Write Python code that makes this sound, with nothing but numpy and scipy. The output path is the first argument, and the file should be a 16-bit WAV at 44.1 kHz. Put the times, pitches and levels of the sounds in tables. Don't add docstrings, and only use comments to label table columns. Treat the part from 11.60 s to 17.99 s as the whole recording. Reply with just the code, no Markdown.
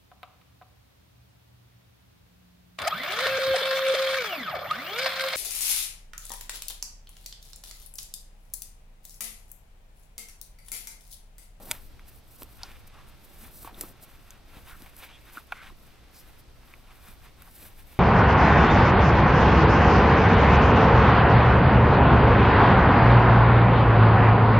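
import sys
import numpy as np
from scipy import signal
from scipy.fft import rfft, irfft, next_fast_len
from scipy.io import wavfile

SR = 44100
rng = np.random.default_rng(int(sys.argv[2]) if len(sys.argv) > 2 else 0)


def digitize_waveform(pressure):
    field = np.atleast_2d(pressure).T
    bounded = np.clip(field, -1, 1)
    quanta = np.round(bounded * 32767).astype(np.int16)
    wavfile.write(sys.argv[1], SR, quanta)


N = 281799
TIME = np.arange(N) / SR


# pitch_hz, level_db (per Hz)
RUMBLE_COLOUR = [(12, -11.5), (24, 7), (38, -3), (60, -5.5), (100, -12), (200, -27.5), (600, -68)]
AIR_COLOUR = [(12, -8), (30, -8), (55, -5), (90, -12.5), (200, -17.5), (270, -20), (700, -24), (1500, -30),
              (2400, -30.5), (4700, -32), (7000, -38.5), (13500, -48.5), (16000, -68)]
SWISH_COLOUR = [(2500, -23), (4000, -8.5), (6800, -9.5), (8000, -6.5), (10000, -5), (11800, -6.5),
                (13400, -3), (14500, -4), (16000, -7)]
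RUB_COLOUR = [(400, -9), (750, 3), (1400, 0), (2400, 0), (3500, -1.5), (5000, -11), (7000, -13),
              (12000, -18.5)]
SHIFT_COLOUR = [(70, -1), (120, 0.5), (280, -1.5), (420, -5.5), (700, -5.5), (1100, -18), (2500, -38)]

# pitch_hz, likeness (0 to 1, no unit)
AIR_LIKENESS = [(30, 0.68), (130, 0.4), (600, 0.33), (1500, 0.23), (6000, 0.27), (15000, 0.21)]
NEAR_LIKENESS = [(100, 1), (500, 0.92), (1500, 0.98), (4000, 1), (9000, 1), (15000, 0.34)]

# time_s, level_db
RUMBLE = [(0.0, -52), (0.45, -56), (1.0, -49), (1.75, -51), (2.2, -51), (2.8, -53), (3.35, -51.5),
          (4.5, -56), (5.25, -55.5), (5.85, -49.5), (6.39, -57)]
# pitch_hz, width_hz, level_db
DRONE = [(64, 33, -67), (122, 6.3, -69.5)]

# peak_s, length_s, level_db
PULLS = [(0.03, 0.078, -53.5), (0.12, 0.12, -47.5), (0.22, 0.17, -58.5), (0.49, .035, -54),
         (0.565, 0.078, -58.5), (0.73, 0.1, -59.5), (0.82, 0.053, -52), (0.94, 0.16, -61),
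         (1.11, 0.22, -66), (1.277, 0.011, -52.5), (1.49, 0.035, -58.5), (1.65, 0.02, -54),
         (1.74, 0.21, -61.5), (1.84, 0.12, -52.5), (1.965, 0.085, -50.5), (2.04, 0.1, -49.5),
         (2.23, 0.1, -49), (2.295, 0.053, -53), (2.435, 0.028, -49.5), (2.52, 0.13, -61.5),
         (2.69, 0.23, -66.5), (2.97, 0.12, -59.5), (3.1, 0.069, -54), (3.23, 0.21, -59.5),
         (3.395, 0.058, -51.5), (3.45, 0.046, -53.5), (3.66, 0.12, -63.5), (3.77, 0.098, -55),
         (4.0, 0.48, -74), (4.25, 0.22, -67), (4.59, 0.082, -54.5), (4.7, 0.14, -64), (4.8, 0.025, -57),
         (5.12, 0.31, -66.5), (5.36, 0.12, -65), (5.49, 0.15, -57), (5.645, 0.12, -63), (5.87, 0.12, -58.5),
         (6.03, 0.17, -50), (6.2, 0.067, -58), (6.32, 0.15, -59.5)]
# peak_s, length_s, level_db, resonance_hz
RUBS = [(0.025, 0.073, -62, 1130), (0.14, 0.11, -50.5, 1690), (0.493, 0.14, -63, 1690),
        (0.927, 0.42, -67, 1100), (1.062, 0.13, -51, 1440), (1.135, .13, -54.5, 1980),
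        (1.416, 0.4, -58, 1260), (1.855, 0.19, -57.5, 1850), (2.075, 0.089, -52, 1020),
        (2.22, 0.12, -53, 1490), (2.485, 0.35, -60, 1550), (2.716, 0.21, -59, 1400),
        (2.963, 0.15, -55, 1570), (3.093, 0.065, -49, 1290), (3.248, 0.18, -56.5, 1680),
        (3.437, 0.098, -48.5, 1770), (3.52, 0.15, -53.5, 2640), (3.693, 0.12, -55, 1530),
        (3.783, 0.091, -51, 1460), (3.953, 0.11, -53, 1370), (4.06, 0.12, -50.5, 1740),
        (4.306, 0.23, -61.5, 1590), (4.677, 0.37, -60.5, 1570), (5.128, 0.21, -60.5, 1340),
        (5.308, 0.11, -58, 1250), (5.478, 0.18, -55, 1490), (5.662, 0.1, -55.5, 1510),
        (5.816, 0.13, -60, 1680), (6.044, 0.2, -56.5, 1880), (6.201, 0.053, -58, 1700),
        (6.352, 0.16, -57.5, 2460)]
# peak_s, length_s, level_db
SHIFTS = [(0.02, 0.14, -52), (0.11, 0.076, -47.5), (0.83, 0.054, -55), (1.93, 0.39, -58), (2.23, 0.21, -50),
          (2.43, 0.045, -58), (2.96, 0.14, -54.5), (3.21, 0.032, -52.5), (6.05, 0.12, -54.5)]
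# middle_s, length_s, level_db, resonance_hz, width_hz
RASPS = [(0.007, 0.033, -50.5, 534, 294), (.095, .09, -56, 650, 500), (1.052, 0.077, -59, 4730, 2480),
         (1.38, 0.14, -56.5, 980, 400), (1.847, 0.084, -57, 232, 37), (2.097, 0.055, -52.5, 850, 450),
         (2.208, 0.072, -53, 316, 50), (3.131, 0.087, -51.5, 1340, 500), (3.446, 0.032, -51.5, 2340, 300),
         (3.544, 0.086, -57, 3330, 250), (3.99, 0.14, -52, 2050, 400), (4.006, 0.2, -53, 1480, 250),
         (4.58, 0.11, -58.5, 5130, 2200), (5.316, 0.089, -60, 980, 600), (5.513, 0.1, -64, 1020, 500),
         (5.875, 0.063, -55.5, 785, 600)]

# start_s, level_db
SNAPS = [(0.107, -33), (0.1104, -30), (.1133, -9.5), (0.1178, -16.5)]
# pitch_hz, level_db, t60_s
TIP_MODES = [(613, -30, 0.073), (940, -21, 0.028), (1470, -18, 0.027), (2300, -3, 0.0051),
             (3460, -5, 0.0042), (4870, -10, 0.0048), (6800, -4.5, 0.002), (7900, 0, 0.0013),
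             (9600, -11, .0015), (13000, -8, 0.0012)]
# start_s, level_db (of the ring), pitch_hz, crack_db (against the ring)
THUMPS = [(.1075, -45.5, 127, -15), (.8200, -35.5, 330, -5), (2.0482, -40, 327, -20),
          (2.211, -45, 300, -10), (2.2356, -34.5, 305, 0), (3.2210, -41.5, 260, 7),
          (3.7720, -41.5, 268, -15), (3.9238, -26.5, 780, -26), (4.1204, -46, 308, -7),
          (5.4847, -47, 205, 12)]
# start_s, peak_db, pitch_hz, t60_s, hardness_db (of the overtone)
KNOCKS = [(0.3944, -37.5, 1690, .003, -8), (.8215, -33.5, 980, 0.00097, -10),
          (1.0347, -34, 770, 0.034, -10), (2.047, -32, 980, 0.0051, -12), (2.0752, -28, 860, 0.0071, -31),
          (2.0834, -40, 1010, 0.0097, -17), (2.2354, -37, 1120, .007, -21), (3.261, -43, 796, 0.0082, -18),
          (3.7718, -26.5, 1370, .007, -13), (3.778, -44, 1440, 0.0063, -15), (3.7802, -29, 1370, .012, -23),
          (3.922, -18, 1310, 0.0048, -5), (4.102, -43.5, 1060, .01, -22),
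          (5.1384, -32.5, 2150, 0.0043, -30), (5.1388, -45, 900, 0.0033, -20),
          (5.8206, -42.5, 1400, .002, -3)]
# start_s, level_db (of the ring), pitch_hz, t60_s, crack_db (against the ring)
CLICKS = [(.8215, -38, 2370, 0.0018, 5), (0.832, -38.5, 13700, 0.0044, 11), (1.0332, -22, 4540, 0.0033, -8),
          (1.0335, -24.5, 5400, 0.0022, -18), (2.1444, -40, 3550, 0.0058, -20),
          (2.2114, -20.5, 7600, 0.0034, -0.5), (2.2104, -24.5, 10200, 0.0024, 9.5),
          (2.214, -30, 13100, 0.0028, -4), (2.7064, -32, 6500, .0015, 0), (3.262, -40, 2300, 0.0015, 1),
          (3.3662, -37.5, 12100, 0.0027, 0), (5.821, -39, 11900, 0.0044, 4)]

# pitch_hz, width_hz, left_gain_db, right_gain_db
PORT_PEAKS = [(7170, 610, -7.5, -2), (7880, 250, 3, 1.5), (10000, 1140, 1, 5), (13400, 480, 11, 8.5)]

AIR_DB = -56
RUMBLE_SWING_DB, RUMBLE_SWELLS_PER_S = 2.5, 4.37
SWELL_SHARE, STROKE_SHAPE = 0.58, 1.53
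IDLE_SWISH_DB, IDLE_RUB_DB, IDLE_SHIFT_DB = -76.5, -69.5, -65.5
CLOTH_FOLLOWS_DB = -12.5
THUMP_CYCLES = 5.6
OVERTONE_RATIO, KNOCK_CRACK_DB = 1.82, -15
REBOUND_S, REBOUND_DB = 0.00085, 6
PORT_LAG_S, CUTOFF_HZ = 1.6e-5, 15750


def from_db(db):
    return 10 ** (np.asarray(db) / 20)


def rms_one(x):
    return x / np.sqrt(np.mean(x ** 2) + 1e-20)


def at_hz(points, hz):
    point_hz, value = np.transpose(points)
    return np.interp(np.log(hz + 1), np.log(point_hz), value)


def drift(per_s):
    knots = rng.standard_normal(4000)
    return rms_one(np.interp(TIME * per_s, np.arange(len(knots)), knots))


def resonate(x, hz, width_hz):
    radius, angle = np.exp(-np.pi * width_hz / SR), 2 * np.pi * hz / SR
    top = np.array([1, 0, -1]) * (1 - radius ** 2) / 2
    return signal.lfilter(top, [1, -2 * radius * np.cos(angle), radius ** 2], x)


def reflect(x, delay_s, level_db):
    return x + from_db(level_db) * np.roll(x, round(delay_s * SR), axis=-1)


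def add(track, start_s, sound):
    start = max(round(start_s * SR), 0)
    track[start:start + len(sound)] += sound[:N - start]


def coloured(colour, likeness, grain=1):
    size = next_fast_len(N)
    hz = np.arange(size // 2 + 1) * SR / size
    noise = rng.standard_normal((2, N)) * grain
    mid, side = rfft(noise, size) * from_db(at_hz(colour, hz))
    alike = at_hz(likeness, hz)
    pair = np.sqrt(1 + alike) * mid + np.sqrt(1 - alike) * side * [[1], [-1]]
    return rms_one(irfft(pair, size)[:, :N])


def outdoors():
    rumble_db = np.interp(TIME, *np.transpose(RUMBLE)) + RUMBLE_SWING_DB * drift(RUMBLE_SWELLS_PER_S)
    rumble = from_db(rumble_db) * coloured(RUMBLE_COLOUR, AIR_LIKENESS)
    air = from_db(AIR_DB + 0.5 * drift(3)) * coloured(AIR_COLOUR, AIR_LIKENESS)
    drone = np.zeros(N)
    for hz, width_hz, level_db in DRONE:
        once = resonate(rng.standard_normal(N), hz, width_hz)
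        drone += from_db(level_db) * rms_one(resonate(once, hz, width_hz))
    return rumble + air + drone


def fibres(per_s, slip_db, spread_db, t60_s):
    chance = rng.random(N)
    size = np.minimum(rng.exponential(1, N), 3)
    slips = (chance < per_s / SR) * from_db(slip_db + spread_db * size)
    fade = from_db(-60 / (t60_s * SR))
    return 1 + signal.lfilter([1], [1, -fade], slips + 1e-18)


def strokes(rows):
    power = np.zeros(N)
    for peak_s, length_s, level_db, *_ in rows:
        near = slice(*np.searchsorted(TIME, [peak_s - 2 * length_s, peak_s + 2 * length_s]))
        before = (peak_s - TIME[near]) / SWELL_SHARE
        after = (TIME[near] - peak_s) / (1 - SWELL_SHARE)
        away = np.maximum(before, after) / length_s
        power[near] += (from_db(level_db) * np.exp(-away ** STROKE_SHAPE)) ** 2
    return np.sqrt(power)


def effort(gain, idle_db):
    return np.hypot(gain, from_db(idle_db + 2.4 * drift(9.1)))


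def swish():
    crackle = fibres(per_s=85, slip_db=-12, spread_db=4.0, t60_s=0.016)
    slide = coloured(SWISH_COLOUR, NEAR_LIKENESS, crackle)
    grip_db = 1.5 * drift(70)
    return effort(strokes(PULLS), IDLE_SWISH_DB) * from_db(grip_db) * slide


def rub(gain):
    peak_s, _, _, stroke_hz = np.transpose(RUBS)
    centre_hz = np.interp(TIME, peak_s, stroke_hz)
    slips = fibres(per_s=46, slip_db=-2.0, spread_db=0.5, t60_s=0.01)
    friction = coloured(RUB_COLOUR, NEAR_LIKENESS, slips)
    body = 0
    for hz in np.geomspace(900, 3600, 7):
        nearness = np.exp(-(np.log2(centre_hz / hz) / 0.37) ** 2)
        body = body + nearness * resonate(friction, hz, 0.25 * hz)
    hollow = reflect(from_db(5.5) * friction + body, delay_s=0.000804, level_db=-17.0)
    pressure_db = 1.3 * drift(70)
    return effort(gain, IDLE_RUB_DB) * from_db(pressure_db) * rms_one(hollow)


def shift(rub_gain):
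    moves = np.hypot(strokes(SHIFTS), from_db(CLOTH_FOLLOWS_DB) * rub_gain)
    folds = fibres(per_s=34, slip_db=2, spread_db=3.5, t60_s=0.021)
    rustle = moves * coloured(SHIFT_COLOUR, NEAR_LIKENESS, folds)
    brushing = from_db(IDLE_SHIFT_DB) * coloured(SHIFT_COLOUR, NEAR_LIKENESS)
    return rustle + brushing


def rasps():
    out = np.zeros(N)
    friction = rng.standard_normal(N) * fibres(per_s=200, slip_db=-5, spread_db=3.5, t60_s=0.004)
    for middle_s, length_s, level_db, hz, width_hz in RASPS:
        at = np.flatnonzero(np.abs(TIME - middle_s) < length_s / 2)
        narrow = resonate(friction[at], hz, width_hz)
        stroke = rms_one(resonate(narrow, hz, 3 * width_hz))
        fade = np.cos(np.pi * (TIME[at] - middle_s) / length_s)
        out[at] += from_db(level_db) * fade * stroke
    return out


def contact(scatter_db, scatter_t60_s):
    t = TIME[:SR // 20]
    push = from_db(scatter_db - 60 * t / scatter_t60_s) * rng.standard_normal(len(t))
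    push[0] = 1
    return push


def ring(push, hz, t60_s):
    radius, angle = from_db(-60 / (t60_s * SR)), 2 * np.pi * hz / SR
    return signal.lfilter([0.5, 0, -0.5], [1, -2 * radius * np.cos(angle), radius ** 2], push)


def tip_snap():
    out = np.zeros(N)
    for start_s, level_db in SNAPS:
        push = contact(scatter_db=-46, scatter_t60_s=0.0051)
        tones = sum(from_db(db) * ring(push, hz, t60_s) for hz, db, t60_s in TIP_MODES)
        add(out, start_s, from_db(level_db) * tones)
    return signal.sosfilt(signal.butter(4, 14500, fs=SR, output="sos"), out)


def touch(hz, t60_s, crack_db):
    push = resonate(contact(scatter_db=-24, scatter_t60_s=0.03), hz, 0.53 * hz)
    body = ring(push, hz, t60_s)
    crack_band = signal.butter(2, [2500, 14000], "band", fs=SR, output="sos")
    crack = signal.sosfilt(crack_band, contact(scatter_db=-4, scatter_t60_s=0.006))
    return body / np.abs(body).max() + from_db(crack_db) * crack


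def thumps():
    out = np.zeros(N)
    for start_s, level_db, hz, crack_db in THUMPS:
        add(out, start_s, from_db(level_db) * touch(hz, THUMP_CYCLES / hz, crack_db))
    return out


def knocks():
    out = np.zeros(N)
    for start_s, peak_db, hz, t60_s, hardness_db in KNOCKS:
        low = touch(hz, t60_s, KNOCK_CRACK_DB)
        overtone = touch(OVERTONE_RATIO * hz, t60_s, KNOCK_CRACK_DB)
        knock = low + from_db(hardness_db) * overtone
        knock = reflect(knock, REBOUND_S, hardness_db + REBOUND_DB)
        add(out, start_s, from_db(peak_db) * knock / np.abs(knock).max())
    return out


def clicks():
    out = np.zeros(N)
    for start_s, level_db, hz, t60_s, crack_db in CLICKS:
        add(out, start_s, from_db(level_db) * touch(hz, t60_s, crack_db))
    return out


def scene():
    blows = reflect(tip_snap() + thumps() + knocks() + clicks(), delay_s=0.0043, level_db=-22)
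    rubbing = strokes(RUBS)
    hands = swish() + rub(rubbing) + shift(rubbing) + rasps()
    left = reflect(hands[0], delay_s=0.0037, level_db=-14.5) + from_db(-2.5) * blows
    right = reflect(hands[1], delay_s=0.0053, level_db=-16.0) + from_db(-1.5) * blows
    size = next_fast_len(N)
    hz = np.arange(size // 2 + 1) * SR / size
    later = np.exp(-2j * np.pi * hz * PORT_LAG_S)
    left = irfft(rfft(left, size) * later, size)[:N]
    return np.array([left, right]) + outdoors()


def record(dry):
    for hz, width_hz, left_db, right_db in PORT_PEAKS:
        extra = from_db([[left_db], [right_db]]) - 1
        dry = dry + extra * resonate(dry, hz, width_hz)
    top_cut = signal.ellip(10, 0.2, 70, CUTOFF_HZ, fs=SR, output="sos")
    return signal.sosfilt(top_cut, dry)


dry = scene()
out = record(dry)
digitize_waveform(out)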